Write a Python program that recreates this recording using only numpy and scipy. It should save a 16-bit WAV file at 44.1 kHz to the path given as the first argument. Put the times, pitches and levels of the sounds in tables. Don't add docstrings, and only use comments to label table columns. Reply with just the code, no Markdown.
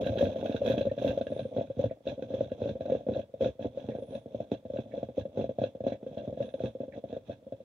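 import sys
import numpy as np
from scipy import signal
from scipy.fft import rfft, irfft
from scipy.io import wavfile
from scipy.ndimage import uniform_filter1d, map_coordinates

SR = 44100
rng = np.random.default_rng(int(sys.argv[2]) if len(sys.argv) > 2 else 0)


def transcribe(u):
    v = np.clip(np.atleast_2d(u).T, -1, 1)
    q = np.round(v * 32767).astype(np.int16)
    wavfile.write(sys.argv[1], SR, q)


N = 336924
TIME = np.arange(N) / SR
SIZE = 2 ** 15
FREQ = np.maximum(np.fft.rfftfreq(SIZE, 1 / SR), 1)
TOP_HZ = 15700

# (frequency [Hz], relative density [dB per Hz])
AIR_COLOUR = [(42, -35.5), (62, 5), (120, 2.5), (550, -1.5), (1100, -17.5), (3500, -25.5), (13000, -33.5)]
# (frequency [Hz], left minus right [dB])
BALANCE = [(110, -0.5), (370, -1.5), (600, 2), (1500, -9), (2300, -13), (5500, 2.5)]
# (time [s], level [dB])
SIMMER_LEVEL = [(0, -44.5), (1.2, -66.5), (2, -71.5), (7.64, -68.5)]
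# (time of height [s], level [dB], fall to 1/e power [s])
BOIL_SURGES = [(0.064,-46.5,0.01),(0.218,-41,0.038),(.445,-48,0.083),(0.691,-39.5,0.047),(0.79,-47.5,0.047),(1.066,-43.5,0.079),(1.373,-54,0.084),(1.572,-50,0.062),(1.812,-47,0.04),(2.09,-47.5,0.036),(2.225,-56.5,0.031),(2.368,-50.5,0.099),(2.645,-49,0.058),(2.9,-51.5,0.082),(3.16,-49.5,0.042),(3.443,-43.5,0.033),(3.634,-48.5,0.026),(3.85,-55.5,0.12),(4.133,-54,0.054),(4.372,-58,0.077),(4.538,-51.5,0.028),(4.765,-54.5,0.057),(4.961,-56,0.076),(5.187,-47.5,0.024),(5.394,-52,0.048),(5.626,-50.5,0.039),(5.886,-50.5,0.042),(6.189,-54,0.094),(6.419,-52.5,0.048),(6.629,-50,0.041),(6.955,-54,0.025),(7.115,-55.5,0.037),(7.298,-52,0.031)]
# (time [s], level [dB])
BUBBLE_COLLAPSES = [(0.01, -27), (0.063, -25.5), (0.155, -23), (0.174, -22.5), (0.208, -17), (0.226, -15),
                    (0.268, -21), (0.319, -30), (0.359, -22), (0.427, -25.5), (0.456, -20.5), (0.495, -21),
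                    (0.545, -19.5), (0.616, -21), (0.659, -21), (0.669, -24), (0.699, -18), (0.739, -23),
                    (0.777, -21), (0.809, -19.5), (0.853, -23.5), (0.867, -19), (0.914, -22),
                    (0.977, -24.5), (1.018, -22), (1.046, -17), (1.067, -21), (1.174, -20), (1.21, -21),
                    (1.267, -26.5), (1.302, -30), (1.32, -24), (1.364, -25), (1.393, -23), (1.452, -26.5),
                    (1.565, -21.5), (1.583, -20), (1.61, -22.5), (1.7, -27.5), (1.792, -21), (1.839, -17.5),
                    (1.91, -24.5), (2.068, -24.5), (2.177, -32.5), (2.192, -31), (2.223, -26.5),
                    (2.304, -28), (2.339, -22), (2.407, -18), (2.517, -23.5), (2.618, -21.5),
                    (2.656, -22.5), (2.691, -29), (2.754, -30), (2.807, -24), (2.855, -26.5),
                    (2.898, -20.5), (2.92, -16), (2.95, -22), (3.008, -35.5), (3.066, -24.5), (3.087, -20),
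                    (3.118, -24.5), (3.164, -21.5), (3.192, -24.5), (3.339, -30), (3.408, -19.5),
                    (3.421, -20), (3.458, -21), (3.593, -29), (3.654, -22.5), (3.773, -25.5),
                    (3.887, -23.5), (3.95, -25), (3.985, -29.5), (4.022, -29), (4.107, -35), (4.152, -26),
                    (4.259, -32), (4.346, -24.5), (4.402, -22.5), (4.517, -17.5), (4.652, -32), (4.7, -28),
                    (4.736, -27.5), (4.76, -25), (4.788, -22.5), (4.938, -26.5), (4.976, -26.5),
                    (5.029, -23), (5.087, -32), (5.178, -19.5), (5.253, -26.5), (5.373, -22), (5.391, -20),
                    (5.41, -24), (5.441, -22), (5.492, -23), (5.585, -19.5), (5.616, -19), (5.637, -18.5),
                    (5.751, -32), (5.805, -26.5), (5.839, -27), (5.866, -17), (5.92, -23.5), (6.029, -32.5),
                    (6.064, -28), (6.172, -24.5), (6.276, -26.5), (6.326, -28.5), (6.373, -29),
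                    (6.403, -21), (6.426, -28.5), (6.54, -24.5), (6.603, -24.5), (6.637, -21), (6.653, -25),
                    (6.751, -30.5), (6.803, -24), (6.833, -29), (6.88, -34), (6.976, -30), (7.039, -27.5),
                    (7.127, -27), (7.166, -26), (7.295, -25.5), (7.466, -37), (7.522, -28), (7.603, -38.5)]
# (frequency [Hz], width at half power [Hz], relative level [dB])
TANK_MODES = [(66, 7.5, -26), (115.9, 35, -8.5), (158, 32, -18.5), (221.3, 30.8, -6.5), (263.8, 53, -6.5),
              (389.6, 51, -12.5), (470.1, 23, -6), (538, 53.6, 0), (566, 49, -4.5), (660.7, 47.6, -4.5),
              (822, 55, -22)]
# (frequency [Hz], width at half gain [Hz], relative level [dB])
CASE_MODES = [(1594, 220, -9.5), (2614, 190, -11.5), (3460, 310, -10), (3840, 270, -13.5)]
# (time [s], relative level [dB])
METAL_SPITS = [(0.07,-22),(.186,-11.5),(.226,-27),(0.459,-16.5),(.524,-21),(.564,-17),(.66,-19),(0.685,-15),(0.78,-16),(1.077,-12.5),
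               (1.176,-25),(1.213,-21.5),(1.268,-21.5),(1.392,-24),(2.079,-31),(2.095,-19),(2.517,-27.5),(2.691,-21.5),
               (3.411,-24),(3.445,-15),(4.151,-23.5),(4.516,-26),(5.412,-26),(5.662,-27),(5.868,-24),
               (6.426,-23.5),(6.49,-29),(6.539,-26),(6.657,-20)]
# (frequency [Hz], relative density [dB per Hz])
FIZZ_COLOUR = [(900, 9), (1300, -7.5), (1650, -13), (2100, -7.5), (2620, -1.5), (2950, -7), (3400, 9),
               (3950, -1), (4500, -17), (6300, -7), (7600, -30), (15500, -26.5)]
# (time of top [s], top pitch [Hz], half length [s], level [dB])
WHINE_ARCS = [(1.352, 9380, 0.22, -73.5), (4.094, 9700, 0.23, -75.5), (6.5, 9440, 0.21, -81),
              (6.668, 9130, .1, -82)]


def undb(db):
    return 10 ** (np.asarray(db) / 20)


def unit(x):
    return x / np.sqrt(np.mean(x ** 2))


def colour(points):
    hz, db = np.transpose(points)
    return undb(np.interp(np.log(FREQ), np.log(hz), db))


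def causal(gain):
    cepstrum = irfft(np.log(gain))
    cepstrum[1:SIZE // 2] *= 2
    cepstrum[SIZE // 2 + 1:] = 0
    return irfft(np.exp(rfft(cepstrum)))


def ring(x, response):
    return signal.fftconvolve(x, response)[:N]


def resonance(hz, half_width_hz):
    return 1 / (1 + ((FREQ - hz) / half_width_hz) ** 2)


def softness(push_s):
    t = np.arange(400) / SR
    push = (t / push_s) ** 2 * np.exp(-t / push_s)
    return push / push.sum()


def strikes(times_s, sizes):
    places = np.clip(times_s * SR, 0, N).astype(int)
    return np.bincount(places, sizes, N + 1)[:N]


def patter(rate_hz, spread_db):
    present = rng.random(N) < rate_hz / SR
    size = np.minimum(rng.exponential(size=N), 4)
    sign = rng.choice([-1, 1], N)
    return unit(present * sign * undb(spread_db * size))


def air(air_db=-68, apart_hz=900):
    own = 1 / np.sqrt(1 + (apart_hz / FREQ) ** 2)
    shared_response = causal(colour(AIR_COLOUR) * np.sqrt(1 - own ** 2))
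    own_response = causal(colour(AIR_COLOUR) * own * np.sqrt(2))
    shared = ring(rng.standard_normal(N), shared_response)
    apart = np.array([ring(rng.standard_normal(N), own_response) for _ in range(2)])
    return undb(air_db) * unit(shared + apart)


def seething(rise_share=0.78):
    power = undb(2 * np.interp(TIME, *np.transpose(SIMMER_LEVEL)))
    for height_s, db, fall_s in BOIL_SURGES:
        age = (TIME - height_s) / fall_s
        square = np.minimum(age, age / rise_share) ** 2
        power = power + undb(2 * db) * np.exp(-np.minimum(square, 20))
    return np.sqrt(power)


def churning(memory_s):
    time_s, db = np.transpose(BUBBLE_COLLAPSES)
    return np.abs(ring(strikes(time_s, undb(2 * db)), np.exp(-TIME[:SIZE] / memory_s)))


def wake(wake_s=0.013):
    return np.sqrt(churning(wake_s))


def frothing(seethe, depth=0.11, memory_s=0.0099, froth_db=-32):
    churn = churning(memory_s)
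    usual = np.abs(uniform_filter1d(churn, size=5000)) + 1e-7
    flare = (churn / usual + .1) ** depth
    return np.hypot(seethe * flare, undb(froth_db) * wake())


def sloshed(response, shift):
    samples = np.arange(len(response))
    return np.interp(samples * (1 + shift), samples, response)


def collapses(response, mean_push_s=0.00011, low_hz=420, high_hz=790, cycles=2.09, mean_wobble=2.41,
              lead_s=0.001998, flurry_s=0.008, fragment_peak=0.5024, slosh_span=0.03, count=5):
    t = np.arange(1600) / SR
    span, slam = 8192, 600
    out = np.zeros(N + 2 * span)
    for time_s, db in BUBBLE_COLLAPSES:
        speed, size, sway, depth = rng.random(4)
        when, force = rng.random((2, count))
        hz = low_hz * (high_hz / low_hz) ** size
        age_s = np.maximum(t - slam / SR, 0)
        wobble = mean_wobble * (.5 + sway) * 2 * hz / (cycles * SR)
        push = wobble * np.sin(2 * np.pi * hz * age_s) * np.exp(-age_s * hz / cycles)
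        push[slam] += 1
        moments = slam - (lead_s + flurry_s * np.log(when)) * SR
        moments = np.clip(moments, 0, len(t) - 1).astype(int)
        push += np.bincount(moments, fragment_peak * (2 * force - 1), len(t))
        body = sloshed(response[:span - len(t)], slosh_span * (depth - .5))
        soft = softness(mean_push_s * (.5 + speed))
        plop = irfft(rfft(push, span) * rfft(soft, span) * rfft(body, span))
        peak = np.sqrt(2 * uniform_filter1d(plop ** 2, size=130).max())
        start = max(int(time_s * SR), 0)
        out[start:start + span] += undb(db) * plop / peak
    return out[slam:slam + N]


def tank_response(leak_db=-51, bass_lag_s=0.0057, bass_hz=170):
    power = sum((undb(db) * resonance(hz, .77 * width_hz)) ** 2 for hz, width_hz, db in TANK_MODES)
    power = power + undb(2 * leak_db) / (1 + (FREQ / 3000) ** 6)
    prompt = causal(np.sqrt(power) / np.sqrt(1 + (58 / FREQ) ** 14))
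    late = np.cumsum(bass_lag_s * np.exp(-(FREQ / bass_hz) ** 2)) * SR / SIZE
    return irfft(rfft(prompt) * np.exp(-2j * np.pi * late))[:SIZE // 2]


def tank(seethe, wake_db=-18.5, seethe_db=12, glug_db=7.02, calm_db=-70, stray_db=-63, slosh_rms=0.045):
    response = tank_response()
    boiling = seethe / (1 + (undb(calm_db) / seethe) ** 2)
    stir = np.hypot(undb(seethe_db) * boiling, undb(wake_db) * wake())
    pops = patter(rate_hz=170, spread_db=0) * stir
    strays = undb(stray_db) * patter(rate_hz=42, spread_db=3)
    small = ring(pops + strays, softness(.0001))
    glugs = ring(patter(rate_hz=70, spread_db=4.5) * stir, softness(.00071))
    crowd = (small + undb(glug_db) * glugs) / np.linalg.norm(response)
    bend = slosh_rms * unit(uniform_filter1d(rng.standard_normal(N), size=900))
    drift_samples = signal.lfilter([1], [1, -.9995], bend)
    bent = map_coordinates(ring(crowd, response), [np.arange(N) + drift_samples], mode="mirror")
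    return collapses(response) + bent


def pings(froth, ping_db=-3, lively_db=-58, jolt_db=-13, hardness_spread_db=2, mix_spread_db=2.5,
          jolt_tilt_db=-4, snap_tilt_db=2, detune=0.039):
    time_s, knock_db = np.transpose(BUBBLE_COLLAPSES)
    spit_s, spit_db = np.transpose(METAL_SPITS)
    hardness_db = hardness_spread_db * rng.standard_normal(len(time_s))
    jolts = strikes(time_s + .001, undb(knock_db + jolt_db + hardness_db))
    snaps = undb(ping_db) * patter(rate_hz=120, spread_db=3.5) * froth / (1 + undb(lively_db) / froth)
    sharp = snaps + strikes(spit_s, undb(spit_db))
    out = 0
    for hz, width_hz, db in CASE_MODES:
        sharp_gain = undb(snap_tilt_db * np.log2(hz / CASE_MODES[2][0]))
        jolt_gain = undb(jolt_tilt_db * np.log2(hz / CASE_MODES[0][0]))
        blows = sharp_gain * sharp + jolt_gain * jolts
        blows = blows * undb(mix_spread_db * rng.standard_normal(N))
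        slosh = rng.integers(-1, 2, N)
        for shift in (-1, 0, 1):
            mode = causal(resonance(hz * (1 + detune * shift), width_hz / 2))
            out = out + undb(db) * ring(blows * (slosh == shift), mode / np.linalg.norm(mode))
    return out


def fizz(froth, fizz_db=-6, knock_db=-39, knock_spread_db=2, spray_db=-34, spray_s=0.017,
         grain_s=0.0018, tail_s=0.0047, tail_db=-4, shared=0.41):
    time_s, db = np.transpose(BUBBLE_COLLAPSES)
    spit_s, spit_db = np.transpose(METAL_SPITS)
    t = np.arange(SIZE) / SR
    smear = np.exp(-t / grain_s) / grain_s + undb(2 * tail_db) * np.exp(-t / tail_s) / tail_s
    crackle = (undb(fizz_db) * patter(rate_hz=630, spread_db=2) * froth) ** 2
    knock_level_db = db + knock_db + knock_spread_db * rng.standard_normal(len(time_s))
    knocks = strikes(time_s, undb(2 * knock_level_db))
    spray = ring(strikes(spit_s, undb(2 * (spit_db + spray_db))), np.exp(-t / spray_s))
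    power = ring(crackle, smear / smear.sum()) + ring(knocks, smear / smear[0]) + spray
    level = np.sqrt(np.abs(power))
    common, out = rng.standard_normal(N), []
    for side in (1, -1):
        own = np.sqrt(1 - shared ** 2) * rng.standard_normal(N)
        grains = level * (shared * common + own)
        out.append(ring(grains, causal(colour(FIZZ_COLOUR) * colour(BALANCE) ** (side / 2))))
    return np.array(out) / np.linalg.norm(causal(colour(FIZZ_COLOUR)))


def steam(froth, hz=11300, half_width_hz=350, upper_hz=12800, upper_db=-9, steam_db=-28.5):
    band = causal(resonance(hz, half_width_hz) + undb(upper_db) * resonance(upper_hz, half_width_hz))
    hiss = unit(np.array([ring(rng.standard_normal(N), band) for _ in range(2)]))
    lasting = np.interp(TIME, [1.2, 1.32], [1, 0])
    puff = froth * np.sqrt(froth / froth.max())
    return undb(steam_db) * hiss * puff * lasting


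def clock(hz=1820, upper_hz=2350, upper_db=-6, half_width_hz=130, tick_db=-45, catch_s=0.007, catch_db=1,
          rattle_s=0.012, rattle_db=-20, uneven_db=0.5):
    steps_s = np.arange(.892, N / SR, 1.0052)
    gear = causal(resonance(hz, half_width_hz) + undb(upper_db) * resonance(upper_hz, half_width_hz))
    sizes = undb(uneven_db * rng.standard_normal(len(steps_s)))
    blows = strikes(steps_s, sizes) + undb(catch_db) * strikes(steps_s + catch_s, sizes)
    rattle_level = undb(rattle_db) * ring(blows, np.exp(-TIME[:SIZE] / rattle_s))
    rattle = rattle_level * rng.standard_normal(N)
    return undb(tick_db) * ring(blows + rattle, gear / np.linalg.norm(gear))


def whine(fall_hz=1150, waver_hz=22, fade_hz=520, flicker_db=3, right_minus_left_db=8):
    top_s, top_hz, half_s, db = np.transpose(WHINE_ARCS)
    sags_hz = fall_hz * np.minimum(((TIME[:, None] - top_s) / half_s) ** 2, 4)
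    arc = np.argmax(top_hz - sags_hz, axis=1)
    sag_hz = sags_hz[np.arange(N), arc]
    waver, flicker = unit(uniform_filter1d(rng.standard_normal((2, N)), size=700))
    hz = top_hz[arc] - sag_hz + waver_hz * waver
    level = undb(db[arc] + flicker_db * flicker) * np.exp(-sag_hz / fade_hz)
    tone = level * np.sin(2 * np.pi * np.cumsum(hz) / SR)
    return np.outer(undb([-right_minus_left_db / 2, right_minus_left_db / 2]), tone)


def room(x, t60_s=0.091, low_db=-16, high_db=-1, split_hz=1000, build_s=0.0041):
    t = np.arange(SIZE) / SR
    wet = undb(low_db + (high_db - low_db) / (1 + (split_hz / FREQ) ** 4))
    fade = undb(-60 * t / t60_s) * np.minimum(t / build_s, 1)
    out = []
    for side in (1, -1):
        tail = rng.standard_normal(SIZE) * fade
        walls = 1 + rfft(tail / np.linalg.norm(tail)) * rfft(causal(wet))
        microphone = causal(colour(BALANCE) ** (side / 2) / np.sqrt(1 + wet ** 2 / 2))
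        out.append(ring(x, irfft(walls * rfft(microphone))))
    return np.array(out)


def scene():
    seethe = seething()
    froth = frothing(seethe)
    knocks = room(tank(seethe) + pings(froth) + clock())
    left, right = knocks + fizz(froth) + steam(froth) + whine()
    left = np.pad(left, (3, 0))[:N]
    return np.array([left, right]) + air()


def record(dry):
    low_pass = signal.ellip(8, .2, 70, TOP_HZ, fs=SR, output="sos")
    return signal.sosfilt(low_pass, dry)


dry = scene()
out = record(dry)
transcribe(out)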